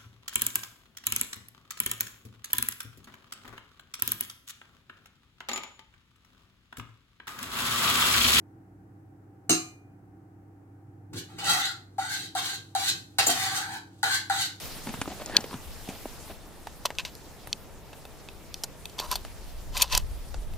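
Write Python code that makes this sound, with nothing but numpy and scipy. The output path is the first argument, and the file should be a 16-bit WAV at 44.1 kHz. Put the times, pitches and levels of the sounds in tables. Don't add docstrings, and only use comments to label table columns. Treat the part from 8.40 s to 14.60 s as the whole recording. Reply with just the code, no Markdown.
import sys
import numpy as np
from scipy import signal
from scipy.fft import rfft, irfft, next_fast_len
from scipy.io import wavfile
from scipy.ndimage import map_coordinates

SR = 44100
rng = np.random.default_rng(int(sys.argv[2]) if len(sys.argv) > 2 else 0)


def unload_wav(signal):
    wavfile.write(
        sys.argv[1],
        SR,
        np.round(np.clip(np.atleast_2d(signal).T, -1, 1) * 32767).astype(np.int16),
    )


N = 273420
TIME = np.arange(N) / SR
ATTACK_S = 0.0049

# (pitch [Hz], level [dB], ring time [s])
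WALL_MODES = [(1297, -11.5, 0.02), (1378, -2, 0.024), (1506, 0, 0.045), (1703, 0, 0.02), (2000, -3, 0.019)]
# (pitch [Hz], level [dB], ring time [s])
SPOON_MODES = [(3162, -9, 0.031), (3880, -1.5, 0.021), (4163, 0.5, 0.012), (4590, -3.5, 0.011),
               (6710, -7, 0.026), (7570, -17, 0.0057), (8200, -10, 0.033)]
# (frequency [Hz], level [dB])
HISS_SPECTRUM = [(1000, -35), (2500, -12.5), (3000, -9), (4100, -6), (5400, -11), (6400, -7), (8300, -11),
                 (9800, -13.5), (11200, -9), (13500, -14), (16000, -20.5)]
# (start [s], time to hardest push [s], length [s], push [dB],
# pan bottom [dB], pan wall [dB], spoon bowl [dB], spoon edge [dB])
SCOOPS = [(2.73, 0.06, .054, 12, -52.5, -53.5, -54.5, -50.5), (3.584, 0.15, .27, 9, -38, -37, -40.5, -45.5),
          (3.953, 0.15, 0.19, 0.5, -35, -35.5, -35.5, -40),
          (4.353, .126, .148, 10, -36, -38.5, -35.5, -38.5), (5.631, 0.11, 0.14, 7.5, -33, -29.5, -34, -39),
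          (5.898, 0.11, .16, 4.5, -35.5, -34, -33.5, -38.5)]


def from_db(db):
    return 10 ** (np.asarray(db) / 20)


def rms_one(x):
    return x / np.sqrt(np.mean(x ** 2) + 1e-20)


def at_hz(points, hz):
    known_hz, values = np.transpose(points)
    return np.interp(np.log(np.maximum(hz, 1)), np.log(known_hz), values)


def coloured(x, spectrum):
    size = next_fast_len(N + 4096)
    gains = from_db(at_hz(spectrum, np.fft.rfftfreq(size, 1 / SR)))
    return irfft(rfft(x, size) * gains, size)[..., :N]


def drift(per_s):
    targets = rng.standard_normal(N // 20)
    return np.interp(TIME * per_s, np.arange(len(targets)), targets)


def swell(s, db, half_length_s):
    return from_db(db) * np.exp(-np.minimum(((TIME - s) / half_length_s) ** 2, 20))


def clicks(rows):
    out = np.zeros(N)
    for s, db in rows:
        out[int(s * SR)] += from_db(db)
    return out


def ring(force, modes):
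    out = np.zeros(N)
    for k, (hz, db, ring_s) in enumerate(modes):
        decay = from_db(-60 / (ring_s * SR))
        angle = 2 * np.pi * hz / SR
        tone = signal.lfilter([0, np.sin(angle)], [1, -2 * decay * np.cos(angle), decay ** 2],
                              force + 1e-18)
        out += (-1) ** k * from_db(db) * tone
    return out


def friction(per_s, spread_db, judder_db, judder_per_s):
    sizes = from_db(spread_db * np.minimum(rng.exponential(1, N), 4)) * rng.choice([-1, 1], N)
    slipping = rng.random(N) < per_s / SR
    return rms_one(sizes * slipping * from_db(judder_db * drift(judder_per_s)))


def bent(x, factor):
    return rms_one(map_coordinates(x, [np.cumsum(factor) % (N - 1)], order=3, mode="nearest"))


def radiated(x, low_hz, order):
    return signal.sosfilt(signal.butter(order, low_hz, "high", fs=SR, output="sos"), x)


def diffuse(noises, hz):
    # (frequency [Hz], likeness [-1 to 1])
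    likeness = [(130, .96), (290, .85), (640, .4), (1400, -.1), (4000, -.1), (7000, 0)]
    alike = np.clip(at_hz(likeness, hz), -.99, .99)
    return np.sqrt(1 + alike) * noises[0] + np.sqrt(1 - alike) * noises[1] * np.array([[1], [-1]])


def appliance(hum_db, air_db, waver_db):
    hum_pitches = [100, 121.2, 151.3, 184.4, 237, 288, 322.5, 783, 922]
    hum_levels = [-56, -66.5, -73, -66, -82, -63, -63.5, -74, -82]
    # (frequency [Hz], level [dB])
    air_spectrum = [(25, -33), (45, -26.5), (62, -5.5), (78, -16.5), (120, 0), (205, -14.5), (255, -8),
                    (310, -4.5), (430, -14.5), (600, -22), (780, -12.5), (950, -25.5), (1500, -25.5),
                    (3500, -48.5), (16000, -44.5)]
    hum = sum(from_db(db + waver_db * drift(3)) * np.sin(2 * np.pi * (hz * TIME + rng.random()))
              for hz, db in zip(hum_pitches, hum_levels))
    noises = rfft(rng.standard_normal((2, N)))
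    air = irfft(diffuse(noises, np.fft.rfftfreq(N, 1 / SR)), N)
    return from_db(hum_db) * np.sqrt(2) * hum + from_db(air_db) * rms_one(coloured(air, air_spectrum))


def reflections(x, build_s, path_factor):
    # (frequency [Hz], ring time [s])
    ring_times = [(150, 0.17), (1000, 0.406), (3000, 0.3045), (7000, 0.32), (15000, 0.44)]
    # (frequency [Hz], level [dB])
    wash_levels = [(150, -5), (400, 2.5), (800, 0.5), (1500, 2), (4000, 5.5), (15000, -10.5)]
    # (left delay [s], right delay [s], strength [factor])
    echoes = [(.0013, .0015, .4), (.0029, .0033, .35), (.0092, .0094, .5), (.0117, .0108, .5),
              (.0131, .0134, .35)]
    t = TIME[:SR // 2]
    response = np.zeros((2, len(t)))
    noises = rng.standard_normal((2, 2, len(t)))
    edges_hz = np.geomspace(80, 18000, 15)
    for k, (low, high) in enumerate(zip(edges_hz, edges_hz[1:])):
        hz = np.sqrt(low * high)
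        band_filter = signal.butter(2, [low, high], "band", fs=SR, output="sos")
        band = signal.sosfilt(band_filter, diffuse(noises[k % 2], hz))
        tail = band * (1 - np.exp(-t / build_s)) * from_db(-60 * t / at_hz(ring_times, hz))
        band_share = np.sqrt(2 * (high - low) / SR / len(t))
        response += rms_one(tail) * band_share * from_db(at_hz(wash_levels, hz))
    for left_s, right_s, gain in echoes:
        response[0, int(path_factor * left_s * SR)] += gain
        response[1, int(path_factor * right_s * SR)] += gain
    return signal.fftconvolve(x[None], response, axes=1)[:, :N]


def kitchen(x, build_s, right_lag_s, stir_from_s, turns_per_s):
    turn = 2 * np.pi * turns_per_s * np.maximum(TIME - stir_from_s, 0)
    near = reflections(x * np.abs(np.cos(turn)), build_s, path_factor=0.96)
    far = reflections(x * np.abs(np.sin(turn)), build_s, path_factor=1.13)
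    direct = np.array([x, np.roll(x, int(right_lag_s * SR))])
    return direct + near + far


def food_crackle(level_db, from_s):
    pops = friction(per_s=690, spread_db=-2.5, judder_db=2.0, judder_per_s=36)
    fade_in = np.clip((TIME - from_s) / 0.23, 0, 1)
    return from_db(level_db) * fade_in * rms_one(coloured(pops, HISS_SPECTRUM))


def food_rumble(level_db):
    # (time [s], level [dB], half length [s])
    shoves = [(2.76, -40, 0.041), (2.95, -50, 0.041), (3.114, -46.5, 0.073), (3.808, -57.5, 0.11),
              (4.11, -54.5, 0.13), (4.546, -53.5, 0.072), (5.08, -56, 0.32), (6.065, -56, 0.1)]
    # (frequency [Hz], level [dB])
    food_spectrum = [(50, -36), (105, -2), (165, 10), (220, -19.5), (290, 0.5), (400, -8), (520, -17),
                     (900, -57)]
    rumble = rms_one(coloured(rng.standard_normal(N), food_spectrum))
    return from_db(level_db) * sum(swell(*row) for row in shoves) * rumble


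def squeak(slips_per_s):
    # (time [s], level [dB], half length [s])
    sticking = (4.871, -19, 0.0055)
    # (pitch [Hz], level [dB], ring time [s])
    high_modes = [(7150, -1.5, 0.0077), (8340, -9, 0.008), (11200, -5, .004), (12600, -7, 0.012),
                  (14600, -3, .005)]
    slips = friction(slips_per_s, spread_db=2, judder_db=-2, judder_per_s=290)
    return swell(*sticking) * rms_one(ring(slips, high_modes))


def skids(level_db):
    # (time [s], level [dB], time to fade by 60 dB [s])
    contacts = [(2.735, -47, 0.024), (2.984, -38.5, 0.17), (3.042, -33.5, 0.19), (4.786, -17.5, 0.09),
                (4.867, -25.5, 0.063)]
    # (frequency [Hz], level [dB])
    skid_spectrum = [(300, -15.5), (600, -3.5), (1500, -1), (2300, -4.5), (2900, 0.5), (3500, -11.5),
                     (4600, -0.5), (5500, -8.5), (6500, -7.5), (8400, -9.5), (10000, -11), (16000, -16)]
    fade = sum(from_db(db - 60 * np.clip((TIME - s) / fade_s, 0, 3)) * (TIME >= s)
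               for s, db, fade_s in contacts)
    chatter = friction(per_s=6000, spread_db=5.5, judder_db=-2.5, judder_per_s=640)
    return from_db(level_db) * fade * rms_one(coloured(chatter, skid_spectrum))


def scoop(s, crest_s, length_s, push_db, bottom_db, wall_db, bowl_db, edge_db):
    bite_s, push_width_s = 0.0042, 0.035
    bottom_bite_db, edge_bite_db = 18, 9.5
    bottom_db_per_s, wall_db_per_s, lift_db_per_s = -90, -47.5, -450
    age = np.maximum(TIME - s, 0)
    bite = np.exp(-age / bite_s)
    push = push_db * np.exp(-((age - crest_s) / push_width_s) ** 2)
    touching = np.minimum(age / ATTACK_S, 1) * from_db(lift_db_per_s * np.clip(age - length_s, 0, .5))
    return touching * from_db([bottom_db + bottom_bite_db * bite + bottom_db_per_s * age,
                               wall_db + push + wall_db_per_s * age,
                               bowl_db + push,
                               edge_db + push + edge_bite_db * bite])


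def sweep(curve):
    times, *columns = np.transpose(curve)
    wall, bottom, bowl, edge = (np.interp(TIME, times, db) for db in columns)
    touching = np.clip(np.minimum(TIME - times[0], times[-1] - TIME) / ATTACK_S, 0, 1)
    return touching * from_db([wall + bottom, wall, wall + bowl, wall + edge])


def wall_pitch():
    loaded, freed, freeing_s = .92, 1.06, .14
    pitch = 1.02 * np.exp(.09 * drift(22))
    for s, _, length_s, *_ in SCOOPS:
        now = (TIME >= s) & (TIME < s + length_s + .1)
        pitch[now] = np.interp(TIME[now] - s, [0, freeing_s], [loaded, freed])
    return pitch


def travelling(x, depth, path_s, wander):
    lag = path_s * SR * np.exp(wander * drift(7))
    return rms_one(x + depth * np.interp(np.arange(N) - lag, np.arange(N), x))


def scraping(grind_db, wall_db, spoon_db, hiss_db, spoon_wander, catch_db):
    # (time [s], wall [dB], bottom [dB], spoon bowl [dB], spoon edge [dB])
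    sweeps = [
        [(2.88, -65, 10, -2, -4), (2.975, -61, 1, 3, -4), (2.99, -53, 5, 8, -5), (3.04, -39.5, -2.5, 4, -7),
         (3.1, -26, -2.5, 3.5, 1), (3.17, -33, 1, -4, -3.5), (3.215, -30.5, -9.5, 0, -9),
         (3.25, -32, -17.5, 6.5, -3), (3.31, -41, -13, -2, -10), (3.38, -67, -10, 2, -17)],
        [(4.82, -34.5, 6, 7, 4), (4.86, -49.5, -2, 7, 7), (4.9, -31.5, -0.5, -12, 5), (4.94, -37.5, -2, -8, 4),
         (5.03, -33.5, -3, -1, 1), (5.135, -39, -0.5, 3.5, -2.5), (5.16, -35, -3, -16, 8.5),
         (5.24, -36.5, -4, -6, -11.5), (5.285, -47, 2, 1.5, -7), (5.36, -42, 0.5, -1, -5),
         (5.42, -77, 0, -2, -1)],
    ]
    # (frequency [Hz], level [dB])
    grind_spectrum = [(100, -8), (350, -3), (520, -18.5), (650, -15), (765, 10), (900, 7), (1050, 3.5),
                      (1300, -1.5), (2400, -10.5), (2800, -16), (4500, -30.5), (7000, -23.5),
                      (16000, -22.5)]
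    bottom, wall, bowl, edge = sum(scoop(*row) for row in SCOOPS) + sum(map(sweep, sweeps))
    slips = friction(per_s=6000, spread_db=5.0, judder_db=2.0, judder_per_s=200)
    slips = travelling(slips, depth=.6, path_s=.0016, wander=.15)
    grind = from_db(grind_db) * rms_one(coloured(slips, grind_spectrum))
    wall_ring = from_db(wall_db) * bent(ring(slips, WALL_MODES), wall_pitch())
    bowl_ring = from_db(spoon_db) * bent(ring(slips, SPOON_MODES), np.exp(spoon_wander * drift(18)))
    hiss = from_db(hiss_db + catch_db * drift(70)) * rms_one(coloured(slips, HISS_SPECTRUM))
    return bottom * grind + wall * wall_ring + bowl * bowl_ring + edge * hiss


def crack(blows, level_db):
    # (frequency [Hz], level [dB])
    crack_spectrum = [(600, -14), (1500, 4), (2500, -13.5), (4500, -1.5), (6000, -10), (8300, -1),
                      (11000, 1.5), (16000, -9)]
    return from_db(level_db) * coloured(blows, crack_spectrum)


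def knocks(bottom_ring_s, spoon_db, tick_db):
    # (time [s], bottom [dB], bottom pitch [Hz], wall [dB], tick [dB])
    landings = [(3.582, -24.5, 771, -35, -41), (3.951, -21, 746, -37, -31),
                (4.3503, -17.5, 774, -29, -25.5), (4.785, -23.5, 787, -41, -16.5),
                (4.868, -24, 715, -45, -43), (4.891, -20.5, 708, -25, -37), (5.6302, -22, 851, -16, -20.5),
                (5.898, -22, 792, -19.5, -27.5)]
    bottom = sum(ring(clicks([(s, db)]), [(hz, 0, bottom_ring_s)]) for s, db, hz, _, _ in landings)
    wall = ring(clicks([(s, db) for s, _, _, db, _ in landings]), WALL_MODES)
    ticks = clicks([(s, db) for s, *_, db in landings])
    return bottom + .5 * wall + from_db(spoon_db) * ring(ticks, SPOON_MODES) + crack(ticks, tick_db)


def board_thuds(level_db):
    # (time [s], level [dB])
    thumps = [(1.095, -22.5), (4.868, -33.5), (4.891, -38.5)]
    # (pitch [Hz], level [dB], ring time [s])
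    board_modes = [(115, -16, 0.2), (170.6, -7.5, 0.3), (258.2, -5.5, 0.22), (292, -4.5, 0.19),
                   (322.5, -2.5, 0.34), (355, -4, 0.18), (413, 2, 0.037)]
    return from_db(level_db) * ring(clicks(thumps), board_modes)


def rim_tap(ring_db, clink_db, clink_s, crack_db):
    # (time [s], level [dB])
    taps = [(1.0945, -15), (1.0972, -19), (1.119, -21.5)]
    # (pitch [Hz], level [dB], ring time [s])
    rim_modes = [(723, -11, 0.21), (1219.4, -13, 0.29), (1387, -22, .22), (2073, -19.5, 0.2),
                 (2412, -20, 0.6), (2740, -14.5, 0.2), (2940, -15.5, 0.098), (4094, -15, .21),
                 (5125, -14.5, 0.14), (6430, -8, 0.087), (6200, -12.5, .13), (6447, -13, 0.15),
                 (6310, -15.5, .15), (7350, -8, .13), (8410, -5, 0.092), (9270, -15, 0.12),
                 (11110, -16, 0.059), (11800, -12, 0.12)]
    # (frequency [Hz], level [dB])
    clink_spectrum = [(500, -24.5), (1300, -7), (1800, -15.5), (2850, -9.5), (3400, -18.5), (4150, -2.5),
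                      (5550, -12), (6300, 4), (7700, -12.5), (8600, -1.5), (10000, -15), (13000, -12.5),
                      (16000, -18.5)]
    blows = clicks(taps)
    age = TIME - taps[0][0]
    fade = (age >= 0) * from_db(-60 * np.clip(age / clink_s, 0, 2))
    clink = from_db(clink_db) * fade * rms_one(coloured(rng.standard_normal(N), clink_spectrum))
    return crack(blows, crack_db) + clink + from_db(ring_db) * ring(blows, rim_modes)


def scene():
    pan = rim_tap(ring_db=-5.5, clink_db=-22, clink_s=0.21, crack_db=11.0)
    pan += board_thuds(level_db=-1.5)
    pan += radiated(knocks(bottom_ring_s=0.066, spoon_db=-2.0, tick_db=19.0), low_hz=705, order=10)
    pan += skids(level_db=1.5) + squeak(slips_per_s=17000)
    pan += food_rumble(level_db=2.5) + food_crackle(level_db=-72, from_s=3.39)
    pan += scraping(grind_db=-3.5, wall_db=-5.5, spoon_db=-7, hiss_db=-2.5,
                    spoon_wander=.045, catch_db=3.0)
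    pan = radiated(pan, low_hz=75, order=2)
    room = kitchen(pan, build_s=0.0018, right_lag_s=.00013, stir_from_s=2.7, turns_per_s=1.7)
    return room + appliance(hum_db=-0.5, air_db=-56, waver_db=2.5)


def record(dry):
    # (frequency [Hz], level [dB])
    shade = [(350, 1), (700, -2), (1300, -.5), (8500, 0.5), (11000, -7.5), (14000, -4)]
    cutoff_hz = 16000
    stereo = np.array([dry[0], coloured(dry[1], shade)])
    return signal.sosfilt(signal.ellip(10, .2, 80, cutoff_hz, fs=SR, output="sos"), stereo)


dry = scene()
out = record(dry)
unload_wav(out)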